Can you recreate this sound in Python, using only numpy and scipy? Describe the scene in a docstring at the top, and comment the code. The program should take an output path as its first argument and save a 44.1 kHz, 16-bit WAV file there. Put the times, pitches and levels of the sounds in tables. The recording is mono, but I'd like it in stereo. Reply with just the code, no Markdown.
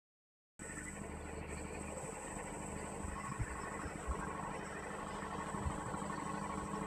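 """Close beside the tin-roofed station of a goods cableway, the microphone turning after a loaded basket.
The sound cuts in at 0.6 s: a diesel drive at steady speed drones, knocks and clatters straight ahead,
the rope rumbles, rasps and squeaks over the sheaves, and cicadas shrill in the open country around.
The steel frame thuds now and then, and fainter insects call. From about 3 s a loose plate rings in
bouts and a few puffs of wind bump the microphone."""
import sys
import numpy as np
from scipy import signal
from scipy.fft import rfft, irfft, next_fast_len
from scipy.io import wavfile

SR = 44100
rng = np.random.default_rng(int(sys.argv[2]) if len(sys.argv) > 2 else 0)


def generate_wav(signal):
    """Clip the signal to [-1, 1] and save it as 16-bit WAV at the path in sys.argv[1]."""
    frames = np.transpose(np.atleast_2d(signal))
    scaled = np.clip(frames, -1, 1) * 32767
    pcm = np.round(scaled).astype(np.int16)
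    wavfile.write(sys.argv[1], SR, pcm)


N = 302526
TIME = np.arange(N) / SR
CYCLES_PER_S = 12.581   # four-stroke cycles of the governed engine

# the four uneven exhaust beats: place_in_cycle (0-1), relative_db
EXHAUST_BEATS = [(.072, 6), (0.36, -4.5), (0.58, -0.5), (.872, -1.5)]
# rise and fall of the exhaust: time_s, gain_db
EXHAUST_LEVEL = [(.6, -4), (1.3, -0.5), (1.85, -2.5), (2.2, -6.5), (2.7, 1), (3.3, -3.5), (4.4, -1),
                 (4.9, -5.5), (5.5, -1), (6.85, 0.5)]


def from_db(db):
    """Decibels to gain."""
    return 10 ** (np.asarray(db) / 20)


def rms_one(x):
    """Scale to unit power."""
    return x / np.sqrt(np.mean(x ** 2) + 1e-20)


def in_time(curve):
    """A curve of (time_s, value) points, read at every sample."""
    return np.interp(TIME, *np.transpose(curve))


def drift(rate_hz):
    """Smooth random wander of spread about 1, changing some rate_hz times a second."""
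    wander = signal.resample_poly(rng.standard_normal(1024), 16, 1)
    return np.interp((TIME + 1) * rate_hz * 16, np.arange(len(wander)), wander)


def swell(centre_s, width_s):
    """A bell-shaped rise and fall."""
    return np.exp(-2 * ((TIME - centre_s) / width_s) ** 2)


def bout(start_s, end_s, edge_s=.065):
    """Set in, hold, die away."""
    begun, ended = (.5 + .5 * np.tanh(2 * (TIME - s) / edge_s) for s in (start_s, end_s))
    return begun * (1 - ended)


def as_turned(first_db, turned_db):
    """Gain gliding between two levels as the microphone turns to follow the basket."""
    # the microphone's swing: time_s, share_turned (0-1)
    turn = [(.6, 0.17), (1.6, 0.41), (2.3, 0.54), (3.7, 0.46), (4.4, 0.82), (5.7, 0.98), (6.85, 1)]
    return from_db(first_db + (turned_db - first_db) * in_time(turn))


def colour(x, spectrum):
    """Filter by a (frequency_hz, relative_db) curve that falls away past its ends; rms 1."""
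    size = next_fast_len(N)
    bins_hz = np.fft.rfftfreq(size, 1 / SR) + 1e-3
    hz, db = np.transpose(spectrum)
    roll_off = 1 / np.sqrt(1 + (hz[0] / bins_hz) ** 8 + (bins_hz / hz[-1]) ** 16)
    gain = from_db(np.interp(np.log(bins_hz), np.log(hz), db))
    return rms_one(irfft(rfft(x, size) * roll_off * gain, size)[..., :N])


def patchy_noise(depth_db, rate_hz, groups=6, strip_hz=110):
    """Noise whose interleaved frequency strips swell and fade apart, as when contacts wake different modes."""
    size = next_fast_len(N)
    white = rfft(rng.standard_normal(size))
    group = (np.fft.rfftfreq(size, 1 / SR) // strip_hz) % groups
    strips = (irfft(white * (group == k), size)[:N] for k in range(groups))
    return sum(strip * from_db(depth_db * drift(rate_hz)) for strip in strips)


def drone(cycle, waver_db=1.7, pipe_phase_rad=1.09):
    """The exhaust beats set the phases of the harmonics; the silencer sets their strength."""
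    # exhaust harmonics: multiple_of_cycle_rate, first_db, turned_db
    harmonics = [(3, -56.5, -66.5), (6, -55.5, -58.5), (10, -61, -65), (11, -77, -76), (12, -59, -58),
                 (13, -63.5, -57), (14, -70.5, -62), (15, -71.5, -60.5), (16, -57, -51.5), (17, -79, -78.5),
                 (18, -65, -71.5), (20, -62.5, -69), (23, -67, -78), (24, -60.5, -57.5), (26, -68.5, -68),
                 (28, -67.5, -68.5), (35, -65, -60.5), (44, -71, -63)]
    out = 0
    for order, first_db, turned_db in harmonics:
        order = round(order)
        beats = sum(from_db(db) * np.exp(-2j * np.pi * order * place) for place, db in EXHAUST_BEATS)
        gain = as_turned(first_db, turned_db) * from_db(waver_db * drift(7))
        if order == 6:   # this deep harmonic booms for a while
            gain = gain + from_db(-58) * bout(1.07, 2.1)
        out = out + gain * np.cos(2 * np.pi * order * cycle + np.angle(beats) + pipe_phase_rad)
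    return np.sqrt(2) * out


def putts(cycle, repeat_share=.2, pattern_size=3500):
    """Each beat puffs out rough gas, partly the same in every cycle, partly new."""
    # gas noise: frequency_hz, relative_db
    putt_spectrum = [(90, 1.5), (150, 3), (210, 7.5), (255, 2.5), (310, 14), (380, -24), (600, -33)]
    puffing = sum(from_db(db) * np.exp(-((cycle - place + .03) % 1) / .07) for place, db in EXHAUST_BEATS)
    position = (cycle % 1 * pattern_size).astype(int) % pattern_size
    repeated = np.sqrt(repeat_share) * rng.standard_normal(pattern_size)[position]
    fresh = np.sqrt(1 - repeat_share) * rng.standard_normal(N)
    return from_db(-60) * colour(puffing * (repeated + fresh), putt_spectrum)


def exhaust(cycle):
    """Drone and gas together; no two beats are equally strong."""
    # the engine fires extra hard: centre_s, lift_db
    hard_beats = [(3.085, 2.5), (3.325, 4), (3.96, 3), (4.28, 3), (5.548, 2.5), (5.945, 4), (6.108, 2.5),
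                  (6.425, 2), (6.742, 1.5)]
    effort_db = sum(db * swell(s, width_s=.014) for s, db in hard_beats)
    gas = putts(cycle)
    gain = from_db(in_time(EXHAUST_LEVEL) + effort_db + 1.2 * drift(22))
    return gain * (drone(cycle) + gas)


def strikes(cycle, contacts, uneven_db, scatter_s, detune):
    """Contacts ring once a cycle, never twice alike; returns the rings and their force (rms 1)."""
    rings = force = 0
    for place, hz, ring_s, db in contacts:
        count, since_strike = np.divmod(cycle - place, 1)
        count = (count - count[0]).astype(int)
        strength, late, sharp = rng.standard_normal((count[-1] + 1, 3))[count].T
        age_s = since_strike / CYCLES_PER_S
        envelope = from_db(db + uneven_db * strength) * age_s / ring_s * np.exp(1 - age_s / ring_s)
        pitch_hz = hz * (1 + detune * sharp)
        rings = rings + envelope * np.sin(2 * np.pi * pitch_hz * (age_s - scatter_s * late))
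        force = force + envelope
    return rings, rms_one(force)


def ringing(cycle, order, wobble_rad, waver_db):
    """A metal tone at a multiple of the cycle rate, wavering in strength and phase."""
    gain = np.sqrt(2) * from_db(waver_db * drift(13))
    return gain * np.sin(2 * np.pi * order * cycle + wobble_rad * drift(15))


def block_knocks(cycle, grit):
    """Injectors and valves knock on the block, with a rough rattle, and keep the casing ringing."""
    # knocks: place_in_cycle (0-1), pitch_hz, ring_s, relative_db
    contacts = [(.07, 906, .005, -50), (.214, 898, .0026, -42.5), (.42, 900, .003, -46.5),
                (.534, 823, .0027, -46.5), (.56, 960, .0025, -48), (.645, 938, .002, -50.5),
                (.862, 912, .002, -51.5)]
    # casing resonances: multiple_of_cycle_rate, relative_db
    casing_modes = [(61, -64), (65, -64), (68, -57), (76, -60), (80, -59)]
    # rattle: frequency_hz, relative_db
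    rattle_spectrum = [(400, -2), (650, -12), (800, -7), (900, 9.5), (1020, -3), (1090, 15), (1180, -30),
                       (2000, -44)]
    # rise and fall of all three: time_s, gain_db
    block_level = [(.6, -16), (.95, -13.5), (1.05, -8), (1.4, -12), (2.1, -6), (2.45, -3), (2.9, -4),
                   (3.45, -8), (3.77, -1.5), (3.93, -17), (4.14, -3), (4.49, 2.5), (4.75, -6.5), (5, -3.5),
                   (5.6, 1), (6.85, 0)]
    knocks, force = strikes(cycle, contacts, uneven_db=1.5, scatter_s=1.5e-4, detune=.008)
    casing = sum(from_db(db) * ringing(cycle, k, wobble_rad=.55, waver_db=2) for k, db in casing_modes)
    rattle = from_db(-59) * colour(force * grit, rattle_spectrum)
    return from_db(in_time(block_level)) * (knocks + casing + rattle)


def loose_plate(cycle, decay_s=.005):
    """A loose plate slaps, louder in bouts; its own tone near 1.1 kHz lingers after each slap."""
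    # slaps: place_in_cycle (0-1), pitch_hz, ring_s, relative_db
    contacts = [(.964, 1085, .0036, -45), (.06, 1115, .004, -56), (.24, 1000, .004, -48.5),
                (.33, 1145, .0045, -53), (.43, 1010, .0035, -50.5), (.56, 1082, .003, -57)]
    # loud bouts: start_s, end_s, gain_db
    loud_bouts = [(3.14, 3.37, 2), (3.45, 3.85, -1.5), (4.02, 4.52, 2), (4.98, 6.9, 1)]
    slaps, force = strikes(cycle, contacts, uneven_db=1.9, scatter_s=3e-4, detune=.012)
    lingering = rms_one(signal.lfilter([1], [1, -np.exp(-1 / (decay_s * SR))], force))
    tone = from_db(-54) * lingering * ringing(cycle, order=87, wobble_rad=.3, waver_db=1)
    idle_gain = as_turned(-21.5, -4.5)
    bout_gains = [from_db(db) * bout(start_s, end_s) for start_s, end_s, db in loud_bouts]
    return (slaps + tone) * np.max([idle_gain] + bout_gains, axis=0)


def clatter(cycle, grit):
    """Small loose parts clink, each with a burst of rough noise."""
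    # clinks: place_in_cycle (0-1), pitch_hz, ring_s, relative_db
    contacts = [(.951, 1297, .0025, -48.5), (.03, 1266, .004, -53.5), (.035, 2391, .004, -61),
                (.085, 1830, .004, -55), (.19, 2038, .004, -57.5), (.274, 1467, .003, -55),
                (.3, 1830, .004, -56.5), (.423, 1487, .0045, -54), (.49, 2620, .004, -61.5),
                (.5, 1950, .005, -55), (.66, 1300, .005, -59.5), (.72, 1620, .005, -57.5)]
    # noise bursts: frequency_hz, relative_db
    burst_spectrum = [(900, -16), (1080, -6), (1170, 2), (1270, 7.5), (1480, 6), (1700, -5.5), (2100, -21),
                      (3000, -26.5), (5000, -24.5)]
    # rise and fall of both: time_s, gain_db
    clatter_level = [(.6, -6.5), (1.1, -10.5), (1.3, -7.5), (3, -8), (3.1, -2), (3.8, 1.5), (4, -0.5),
                     (4.6, 1.5), (5.5, -0.5), (6.2, -1), (6.85, 0)]
    clinks, force = strikes(cycle, contacts, uneven_db=3, scatter_s=2e-4, detune=.025)
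    bursts = from_db(-61.5) * colour(force * grit, burst_spectrum)
    return from_db(in_time(clatter_level)) * (clinks + bursts)


def under_roof(x, decay_s=.12, echo_db=-8.5):
    """The direct sound and a short, diffuse tail from the tin roof."""
    age_s = TIME[:SR // 3]
    envelope = from_db(-60 * age_s / decay_s) * (1 - np.exp(-age_s / .006))
    tail = rng.standard_normal(len(age_s)) * envelope
    return x + from_db(echo_db) * signal.fftconvolve(x, tail / np.linalg.norm(tail))[:N]


def fan(grit):
    """The fan's hiss grows as the microphone turns, and surges once."""
    # hiss: frequency_hz, relative_db
    hiss_spectrum = [(2200, -35), (3000, 12), (3500, 2), (3800, 0.5), (4200, -1.5), (5000, -9.5),
                     (7000, -4.5), (14000, -37)]
    surge = from_db(-65.5) * swell(5.25, .53)
    return np.hypot(as_turned(-81, -67.5), surge) * colour(grit, hiss_spectrum)


def engine(cycle):
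    """The diesel drive: knocks, loose metal and exhaust in step with one shaft, plus the fan."""
    grit = patchy_noise(depth_db=4, rate_hz=22)
    metal = block_knocks(cycle, grit) + loose_plate(cycle)
    loose_parts = clatter(cycle, grit)
    return metal + exhaust(cycle) + under_roof(loose_parts) + fan(grit)


def chug(cycle, depth_db, place):
    """The gain swings as the whole block rocks once a cycle; rms 1."""
    return rms_one(from_db(depth_db * np.cos(2 * np.pi * (cycle - place))))


def rope(cycle):
    """Rope rolls over the sheaves: the frame rumbles, strands rasp in the grooves, a bearing whines."""
    # frame rumble, strand rasp and its brighter band: frequency_hz, relative_db
    rumble_spectrum = [(20, -28), (40, 1.5), (75, -5.5), (100, -6), (200, -8), (255, -7.5), (360, -3),
                       (440, 3), (550, -0.5), (700, -3), (800, -4), (1080, -12), (1200, -17), (3000, -39)]
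    rasp_spectrum = [(1300, -27), (1600, -13), (1720, 1), (1830, 5), (1920, -1.5), (2010, 4.5), (2150, -13),
                     (2600, -65)]
    bright_spectrum = [(1800, -29), (2200, 7.5), (2450, 7.5), (2750, 2), (3000, -4), (3400, -39),
                       (4200, -55)]
    # rise and fall of the rumble and the bright band: time_s, level_db
    rumble_level = [(.6, -57), (.88, -60), (1.05, -53.5), (1.95, -50), (2.9, -50), (3.3, -56), (3.7, -49.5),
                    (3.95, -51), (4.2, -49.5), (6.85, -50.5)]
    bright_level = [(.6, -66), (.8, -64.5), (1.1, -64.5), (1.45, -59.5), (1.9, -61), (2.1, -61), (5.2, -66),
                    (5.9, -70), (6.85, -65)]
    # the rope bites harder into a groove: centre_s, width_s, level_db
    scrapes = [(0.787, 0.22, -57), (2.35, 0.28, -57.5), (2.809, 0.064, -54.5), (3.149, 0.12, -60),
               (3.473, 0.29, -55), (3.756, 0.1, -53), (4.401, 0.089, -61), (4.777, 0.3, -57.5),
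               (5.237, .045, -54), (5.48, 0.13, -55), (6.208, 0.13, -56)]
    bite = sum(from_db(db) * swell(s, width_s) for s, width_s, db in scrapes)
    jog = chug(cycle, depth_db=1.6, place=.4)
    grinding = patchy_noise(depth_db=2.6, rate_hz=30) * chug(cycle, depth_db=1.9, place=.58)
    scraping = patchy_noise(depth_db=4.6, rate_hz=36) * jog
    rumble = from_db(in_time(rumble_level)) * colour(grinding, rumble_spectrum)
    rasp = np.hypot(from_db(-63.5), bite) * colour(scraping, rasp_spectrum)
    bright_gain = np.hypot(from_db(in_time(bright_level)), from_db(-15) * bite)
    bright = bright_gain * colour(scraping, bright_spectrum)
    bearing = as_turned(-63.5, -75.5) * jog * ringing(cycle, order=117, wobble_rad=2.9, waver_db=2)
    return rumble + rasp + bright + bearing


def spread(mid, side, side_db):
    """Left and right from a mid and a side signal."""
    return mid + from_db(side_db) * side * [[1], [-1]]


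def cicadas(flutter_db=.5):
    """Many cicadas blur into one shrill, shimmering band, slightly spread in stereo."""
    # shrill band: frequency_hz, relative_db
    chorus_spectrum = [(3800, -49), (5000, -23.5), (6700, -19.5), (7200, -14.5), (7550, -5.5), (7800, 1),
                       (8150, 0.5), (8500, -6), (8900, -15), (9500, -21.5), (12000, -28), (13000, -31),
                       (14300, -35)]
    # its rise and fall: time_s, level_db
    chorus_level = [(.6, -54), (.92, -53.5), (1, -58), (1.15, -62.5), (1.35, -61), (1.46, -72.5),
                    (1.52, -54), (1.68, -59), (2.0, -53.5), (4.1, -58.5), (5.3, -62), (5.62, -57.5),
                    (6.85, -59)]
    # the level dips briefly: centre_s, width_s, gain_db
    dips = [(3.17, 0.018, -3), (4.382, 0.039, -3), (4.607, 0.028, -7), (5.94, .03, -6), (6.145, 0.021, -3)]
    mid = colour(patchy_noise(depth_db=3, rate_hz=45), chorus_spectrum)
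    side = colour(rng.standard_normal(N), chorus_spectrum)
    dips_db = sum(db * swell(s, width_s) for s, width_s, db in dips)
    gain = from_db(in_time(chorus_level) + dips_db + flutter_db * drift(70))
    return gain * spread(mid, side, side_db=-25.5)


def chirr(pitch_hz, flutter_db):
    """A single insect's dry, fluttering band."""
    # band shape: multiple_of_pitch, relative_db
    band_shape = [(.75, -28), (.92, -8.5), (1, 1.5), (1.07, -6.5), (1.3, -23.5)]
    spectrum = [(multiple * pitch_hz, db) for multiple, db in band_shape]
    return from_db(flutter_db * drift(30)) * colour(rng.standard_normal(N), spectrum)


def air():
    """The faint, wide hiss of the open country."""
    # hiss: frequency_hz, relative_db
    air_spectrum = [(3000, -29), (4100, -24), (5100, -18), (5700, 7), (6300, -1), (9000, 7), (12200, 5.5),
                    (13000, 2.5), (14300, -5)]
    mid, side = colour(rng.standard_normal((2, N)), air_spectrum)
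    return as_turned(-80.5, -79.5) * spread(mid, side, side_db=-.5)


def squeaks(relative_bandwidth=.065):
    """Brief, rough rings where metal rubs on metal in the running gear."""
    # rubs: centre_s, width_s, pitch_hz, level_db
    rubs = [(0.793, 0.021, 1810, -49), (.82, 0.017, 1487, -50.5), (0.879, 0.025, 1995, -49),
            (1.21, 0.012, 3500, -72), (1.55, .35, 2340, -63), (1.88, .016, 2390, -55), (2, 0.079, 528, -47),
            (2.795, 0.021, 4720, -67), (3.422, 0.034, 5500, -73), (3.477, 0.023, 1740, -48.5),
            (3.52, .03, 4580, -70), (3.627, 0.04, 5300, -66.5), (4.235, 0.027, 1557, -46.5),
            (4.69, .025, 5530, -67), (5.34, 0.017, 4680, -68), (5.675, .03, 4330, -71),
            (5.893, .03, 4420, -69), (5.938, .02, 1360, -49), (5.95, 0.017, 4020, -69),
            (6.062, .015, 4770, -68), (6.163, 0.025, 4420, -66), (6.2, 0.022, 2085, -55),
            (6.407, 0.035, 4600, -70), (6.76, 0.012, 5430, -64)]
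    out = np.zeros(N)
    for centre_s, width_s, hz, db in rubs:
        near = abs(TIME - centre_s) < 3 * width_s
        radius = np.exp(-np.pi * relative_bandwidth * hz / SR)
        resonator = [1, -2 * radius * np.cos(2 * np.pi * hz / SR), radius ** 2]
        friction = rng.standard_normal(near.sum() + SR // 10)   # extra lead-in lets the ring build up
        ring = signal.lfilter([1], resonator, signal.lfilter([1], resonator, friction))
        out[near] += from_db(db) * swell(centre_s, width_s)[near] * rms_one(ring[-near.sum():])
    return out


def bumps(events, wander_rad):
    """Each bump is a short burst of uneven low swings."""
    sway = wander_rad * drift(90)
    return np.sqrt(2) * sum(from_db(db) * swell(s, width_s) * np.sin(2 * np.pi * hz * (TIME - s) + sway)
                            for s, width_s, hz, db in events)


def frame_thuds():
    """Dull thuds in the steel frame."""
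    # thuds: centre_s, width_s, pitch_hz, level_db
    thuds = [(1.05, 0.036, 680, -56), (2.04, .025, 152, -47.5), (3.84, 0.012, 292, -45),
             (6.225, .015, 280, -46), (6.775, 0.017, 430, -44)]
    return bumps(thuds, wander_rad=.4)


def insect_calls():
    """Thin calls of fainter insects swell and fade."""
    # calls: centre_s, width_s, pitch_hz, level_db
    calls = [(1.58, .5, 4400, -74), (2.87, .15, 4470, -76), (3.25, 0.35, 5250, -76),
             (3.85, 0.17, 5300, -71), (4.25, 0.35, 5600, -75), (4.68, 0.34, 5550, -71),
             (5.15, 0.33, 5000, -75), (5.5, 0.43, 5550, -76), (6.35, 0.66, 4290, -74),
             (6.5, 0.54, 5730, -74)]
    return sum(from_db(db) * swell(s, width_s) * chirr(hz, flutter_db=3) for s, width_s, hz, db in calls)


def wind():
    """Puffs of wind bump the microphone."""
    # puffs: centre_s, width_s, pitch_hz, level_db
    puffs = [(3.051, 0.014, 77.7, -40), (3.094, .014, 75, -43), (3.135, 0.017, 70, -41.5),
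             (3.298, 0.022, 129.4, -43), (3.412, 0.024, 111.4, -35), (3.423, 0.027, 55.4, -38),
             (3.531, 0.055, 63, -46.5), (3.861, 0.014, 69, -41), (4.105, 0.032, 69.2, -35),
             (4.225, 0.068, 55, -51), (5.611, 0.04, 123, -46), (5.671, 0.022, 73.6, -34.5),
             (5.68, 0.039, 136, -44), (5.75, .12, 49.7, -51), (5.879, 0.021, 113, -44),
             (6.635, 0.024, 75, -44.5)]
    return bumps(puffs, wander_rad=.55)


def scene():
    """The station stands straight ahead; only the cicadas and the air have stereo width."""
    cycle = CYCLES_PER_S * (TIME - 5.542)   # engine cycles, counted from one that begins at 5.542 s
    station = engine(cycle) + rope(cycle) + squeaks() + frame_thuds()
    lone_insects = insect_calls() + from_db(-83) * chirr(4580, flutter_db=2.5)   # one never stops
    return station + lone_insects + cicadas() + wind() + air()


def record(dry, start_s=.593, cutoff_hz=14250):
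    """The sound cuts in abruptly; the top treble is cut off."""
    low_pass = signal.firwin(401, cutoff_hz, fs=SR)
    return signal.fftconvolve(dry * (TIME >= start_s), low_pass[None], "same", axes=1)


dry = scene()
out = record(dry)
generate_wav(out)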